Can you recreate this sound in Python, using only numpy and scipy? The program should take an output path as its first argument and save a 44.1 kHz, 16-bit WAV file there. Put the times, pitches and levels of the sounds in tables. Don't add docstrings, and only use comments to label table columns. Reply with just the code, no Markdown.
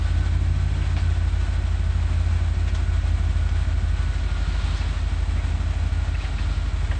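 import sys
import numpy as np
from scipy import signal
from scipy.fft import rfft, irfft, next_fast_len
from scipy.io import wavfile

SR = 44100
rng = np.random.default_rng(int(sys.argv[2]) if len(sys.argv) > 2 else 0)


def dump(signal):
    limited = np.clip(np.atleast_2d(signal).T, -1, 1)
    pcm = np.round(limited * 32767).astype(np.int16)
    wavfile.write(sys.argv[1], SR, pcm)


N = 308259
TIME = np.arange(N) / SR
SIZE = next_fast_len(N + SR)
HZ = np.fft.rfftfreq(SIZE, 1 / SR) + 1e-3

# time_s, cycle_rate_hz
ENGINE_SPEED = [(0.0, 6.451), (0.66, 6.636), (1.29, 6.401), (2.32, 6.497), (2.68, 6.366), (3.9, 6.263),
                (4.28, 6.18), (4.88, 6.192), (5.4, 6.289), (6.01, 6.257), (6.3, 6.08), (6.6, 6.115),
                (7.0, 6.105)]
FIRING_PATTERN = [(.92, -.042), (.82, .031), (.56, -.131), (.41, .041), (.99, .061), (.62, -.098),
                  (.66, .005), (.5, .129)]
# centre_hz, width_hz, polarity
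EXHAUST_MODES = [(53.8, 28.4, 1), (87.5, 12.8, -1), (107.2, 39, -1), (139.5, 8, 1)]
# time_s, first_db, second_db
LOWER_MODE_LEVELS = [(0.05, -24, -25.5), (0.3, -25, -27), (0.55, -24.9, -26.5), (0.8, -25.3, -30),
                     (1.12, -25.5, -23.5), (1.38, -24, -27.5), (2.1, -25, -25.5), (2.4, -25, -24),
                     (2.72, -25, -26), (3.0, -23.5, -24), (3.75, -24, -23.5), (4.15, -24.5, -26.3),
                     (4.5, -23, -28.5), (4.72, -24.2, -24.5), (4.95, -25, -27), (5.25, -24.5, -26),
                     (5.5, -25, -24.5), (6.05, -25.5, -24.5), (6.28, -26, -29), (6.45, -23.5, -24.5),
                     (6.65, -24.1, -26.5), (6.95, -25, -23.8)]
# base_db, slope_db_per_s, peak_s, width_s, lift_db
UPPER_MODE_SWELLS = [(-48, 1.03, 3.6, 0.69, 6.5), (-48, -1.55, 0.65, 0.93, 8.5)]
# frequency_hz, relative_db
BURBLE_SPECTRUM = [(90, -26), (122, 6), (155, 2), (183, -4), (210, -0.5), (237, -12), (258, -4.5),
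                   (292, -8.5), (325, -10.5), (360, -13.5), (410, -23.5), (500, -28.5), (900, -50.5)]
# centre_hz, width_hz
BOX_MODES = [(149, 20), (212, 12), (252, 26), (293, 14), (352, 30)]
# time_s, then level_db of each wave from low to high
BOX_LEVELS = [(0.1, -53, -50, -62, -46, -60), (1.1, -53.5, -50.5, -61, -49, -58.5),
              (2.3, -49, -51, -53, -54.5, -54), (3.7, -47, -58.5, -50, -60, -58.5),
              (4.7, -41.5, -52, -47.5, -53.5, -53.5), (5.8, -49.5, -54, -48.5, -52, -60.5),
              (6.9, -44, -49.5, -51.5, -50.5, -63.5)]
# frequency_hz, relative_db
HISS_SPECTRUM = [(150, -9.5), (330, -0.5), (480, -3.5), (535, -1), (585, 2.5), (760, 3), (950, 0.5),
                 (1700, -0.5), (2750, -4.5), (4100, -7.5), (4500, -11), (5500, -12.5), (5900, -14.5),
                 (8700, -13.5)]
# centre_hz, width_hz, lift_db
BAY_MODES = [(1145, 30, 3.5), (1370, 150, 1), (2240, 30, 4), (2295, 36, 5.5), (2500, 110, 2),
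             (3290, 160, 2.5), (4030, 130, 3)]
BELT_ORDERS = [231, 239]
# time_s, level_db
MAIN_WHINE_LEVELS = [(0, -47.5), (.25, -45.5), (.42, -58), (.73, -51), (1.2, -51), (1.3, -56), (1.4, -49.5),
                     (1.62, -51.5), (1.77, -53), (2.0, -54.5), (2.3, -55), (2.55, -55), (2.72, -52),
                     (3.0, -50.5), (3.15, -56), (3.35, -54), (3.47, -48), (3.7, -54.5), (3.95, -58),
                     (4.15, -57), (4.35, -46.5), (4.65, -51.5), (4.95, -62), (5.7, -56), (6.02, -50.5),
                     (6.2, -55.5), (6.55, -49), (6.85, -64)]
# time_s, level_db
UPPER_WHINE_LEVELS = [(3.1, -66), (3.5, -58), (3.8, -55), (4.05, -48), (4.3, -60), (4.8, -53), (5.8, -61)]
# pitch_hz, initial_db, width_hz, slope_db_per_s
HUM_TONES = [(221, -59, 3, -.6), (294, -56, 3, -.6), (359, -62, 4, -1), (369, -53.5, 3, -1.25),
             (432, -74, 3, 2.4), (442, -67, 4, 0), (504, -67, 2, 0), (629, -61.5, 2, .3), (648, -63, 2, 0),
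             (685, -58, 2, 0), (1369, -60.5, 2, 0), (1887, -60, 13, .3)]
# frequency_hz, relative_db
AIR_SPECTRUM = [(8, -13.0), (22, -9.0), (38, -4.0), (70, 1.0), (150, -12.5), (600, -47.0)]
# peak_s, length_s, level_db
TYRE_SCRUBS = [(0.017, 0.38, -45.5), (4.685, 0.76, -40.5), (6.227, 0.12, -42.5), (6.402, .09, -45),
               (6.55, .3, -47)]
# frequency_hz, relative_db
SCRUB_SPECTRUM = [(250, -14), (650, -3), (1100, -1.5), (2500, -3), (4000, -1.5), (5200, -10), (6500, -16.5),
                  (8700, -17.5)]
# start_s, level_db, bright_hz, spread_octaves, rise_s, t60_s
RAMP_CLANKS = [(.813, -36.5, 2400, .4, .0015, .15), (.965, -34, 2500, 0.67, .0004, .15),
               (.967, -34, 750, .6, .002, .11), (.976, -40, 4300, .4, .006, .18),
               (2.673, -34.5, 2000, 1.8, .005, .16), (2.746, -35.5, 4600, 2.2, .001, 0.15),
               (3.489, -37.5, 3000, 1.5, .001, 0.055), (4.765, -39, 5200, .6, .006, .15),
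               (4.813, -35.5, 1900, .7, .0005, .1), (5.356, -38, 2150, 0.33, .008, 0.28),
               (6.147, -36, 1980, .15, .002, 0.11), (6.233, -32, 730, .3, .0023, .04),
               (6.246, -31.5, 2200, .45, .0008, 0.069), (6.258, -39, 1300, .6, .002, .12),
               (6.388, -32.5, 1860, .12, .0008, .075), (6.912, -26.5, 1750, 0.37, .0004, 0.045),
               (6.914, -34, 900, 0.65, .001, .09), (6.917, -35.5, 3000, .12, .002, .07),
               (6.927, -34, 500, .5, .0008, .035)]
# centre_hz, width_hz, lift_db
RAMP_MODES = [(694, 470, 9), (1600, 110, 9), (1870, 130, 7), (2200, 180, 5), (2560, 200, 5)]
# start_s, length_s, pitch_hz, level_db
HINGE_SQUEAKS = [(4.812, .012, 2620, -40.5), (6.145, 0.012, 2620, -37), (6.201, 0.025, 2520, -41),
                 (6.38, 0.021, 2580, -40.5)]


def amp(db):
    return 10 ** (np.asarray(db) / 20)


def unit_rms(x):
    return x / np.sqrt(np.mean(x ** 2) + 1e-20)


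def curves(rows):
    time_s, *columns = np.transpose(rows)
    return [np.interp(TIME, time_s, column) for column in columns]


def spectrum(points):
    hz, db = np.transpose(points)
    return amp(np.interp(np.log(HZ), np.log(hz), db))


def lifts(humps, along):
    return amp(sum(db / (1 + (2 * (along - centre) / width) ** 2) for centre, width, db in humps))


def resonance(hz, width_hz):
    return (1 + 1j * (HZ ** 2 - hz ** 2) / (HZ * width_hz)) ** -2


def filtered(x, response):
    return unit_rms(irfft(rfft(x, SIZE) * response, SIZE)[:N])


def noise(response):
    return filtered(rng.standard_normal(SIZE), response)


def drift(hz):
    return noise(np.exp(-(HZ / hz) ** 2))


def firings(cycles, unevenness, jitter_s, first_cycle=.114):
    strength, delay = np.transpose(FIRING_PATTERN)
    count = len(FIRING_PATTERN)
    firing = np.arange(-2 * count, count * (int(cycles[-1]) + 2))
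    at_cycle = first_cycle + (firing + delay[firing % count]) / count
    mean_rate_hz = cycles[-1] / TIME[-1]
    beyond_ends_s = (at_cycle - np.clip(at_cycle, 0, cycles[-1])) / mean_rate_hz
    start_s = np.interp(at_cycle, cycles, TIME) + beyond_ends_s
    burn, slip = rng.standard_normal((len(firing), 2)).T
    starts = np.round((start_s + jitter_s * slip) * SR).astype(int)
    train = np.zeros(SIZE)
    train[starts] = strength[firing % count] * (1 + unevenness * burn)
    return train


def exhaust(cycles, lope=0.037, lowest_hz=33):
    train = firings(cycles, unevenness=0.075, jitter_s=.00008)
    radiated = 1 / np.hypot(1, (lowest_hz / HZ) ** 6)
    gains = [amp(db) for db in curves(LOWER_MODE_LEVELS)]
    gains += [amp(db + slope * TIME) * lifts([swell], TIME) for db, slope, *swell in UPPER_MODE_SWELLS]
    boom = sum(polarity * gain * filtered(train, resonance(hz, width_hz) * radiated)
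               for (hz, width_hz, polarity), gain in zip(EXHAUST_MODES, gains))
    return boom * (1 + lope * drift(18))


def burble(cycles, level_db=-42.0, gas_db=-1, ring_s=.04, lowest_hz=185):
    train = firings(cycles, unevenness=0.13, jitter_s=0.00019)
    t = TIME[:SR // 4]
    walls = rfft(rng.standard_normal(len(t)) * np.exp(-t / ring_s), SIZE)
    scatter = walls / abs(walls) / np.hypot(1, (lowest_hz / HZ) ** 10)
    gust = filtered(train, 1 / (1 + 1j * HZ / 25))
    gas = filtered((1.0 + gust) * rng.standard_normal(N), spectrum(BURBLE_SPECTRUM))
    overtones = filtered(train, spectrum(BURBLE_SPECTRUM) * scatter)
    return amp(level_db) * unit_rms(0.4 * overtones + amp(gas_db) * gas)


def trailer_box(cycles, throb_db=2.5):
    train = firings(cycles, unevenness=0.048, jitter_s=.00008)
    drone = sum(amp(db) * filtered(train, resonance(hz, width_hz))
                for (hz, width_hz), db in zip(BOX_MODES, curves(BOX_LEVELS)))
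    return drone * unit_rms(amp(throb_db * drift(12)))


def engine_hiss(cycles, level_db=-40.5, tick_depth=0.15, flutter_db=0.95):
    valves = np.exp(-(6 * cycles % 1) / .3)
    rush = rng.standard_normal(N) * (1 + tick_depth * valves) * amp(flutter_db * drift(21))
    return amp(level_db) * filtered(rush, spectrum(HISS_SPECTRUM) * lifts(BAY_MODES, HZ))


def alternator(cycles, waver_hz=10, flicker_db=2.4):
    out = np.zeros(N)
    for order, levels in zip(BELT_ORDERS, (MAIN_WHINE_LEVELS, UPPER_WHINE_LEVELS)):
        turns = order * cycles + np.cumsum(waver_hz * drift(70)) / SR
        whine = np.sin(2 * np.pi * turns) * amp(flicker_db * drift(41))
        out += amp(curves(levels)[0]) * unit_rms(whine)
    return out


def tone(hz):
    return np.sqrt(2) * np.sin(2 * np.pi * np.cumsum(hz) / SR)


def parked_car():
    return sum(amp(db + slope * TIME) * tone(hz + width_hz / 2 * drift(5.92))
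               for hz, db, width_hz, slope in HUM_TONES)


def open_air(level_db=-53):
    return amp(level_db) * noise(spectrum(AIR_SPECTRUM))


def tyres(grain_db=1.0, edge_db=-7.5):
    drag = sum(amp(db + edge_db * np.log2(1 + (2 * (TIME - peak_s) / length_s) ** 2))
               for peak_s, length_s, db in TYRE_SCRUBS)
    grains = rng.standard_normal(N) * amp(grain_db * drift(150))
    return drag * filtered(grains, spectrum(SCRUB_SPECTRUM))


def ramp(thud_db=-10, air_hz=5000, echo_db=-17, echo_t60_s=0.13):
    out, t = np.zeros(N + SR), TIME[:SR // 2]
    hz = np.fft.rfftfreq(len(t), 1 / SR) + 1
    for start_s, db, bright_hz, octaves, rise_s, t60_s in RAMP_CLANKS:
        contact = 1 / (1 + (np.log2(hz / bright_hz) / octaves) ** 2)
        thud = amp(thud_db) * octaves / (1 + np.log2(hz / 600) ** 2)
        ringing = lifts(RAMP_MODES, hz) ** (1 / (1 + octaves ** 2))
        colour = ringing * (contact + thud) / np.hypot(1, (hz / air_hz) ** 2)
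        rattle = unit_rms(irfft(rfft(rng.standard_normal(len(t))) * colour, len(t)))
        attack = 1 - np.exp(-t / rise_s)
        decay = np.hypot(amp(-60 * t / t60_s), amp(echo_db - 60 * t / echo_t60_s))
        start = round(start_s * SR)
        out[start:start + len(t)] += amp(db) * rattle * attack * decay
    return out[:N]


def hinge(edge_s=0.0037, waver_hz=85, rough_db=3):
    waver, out = waver_hz * drift(600), np.zeros(N)
    for start_s, length_s, hz, db in HINGE_SQUEAKS:
        gate = np.clip(np.minimum(TIME - start_s, start_s + length_s - TIME) / edge_s, 0, 1)
        out += amp(db) * gate * tone(hz + waver)
    return out * unit_rms(amp(rough_db * drift(300)))


def scene():
    cycles = np.cumsum(curves(ENGINE_SPEED)[0]) / SR
    engine = exhaust(cycles) + burble(cycles) + trailer_box(cycles)
    engine += engine_hiss(cycles) + alternator(cycles)
    return (engine + parked_car() + open_air() + tyres() + ramp() + hinge())[None]


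def record(dry, cutoff_hz=8700):
    lowpass = signal.firwin(1023, cutoff_hz, window=("kaiser", 9), fs=SR)
    return signal.oaconvolve(dry, lowpass[None], "same")


dry = scene()
out = record(dry)
dump(out)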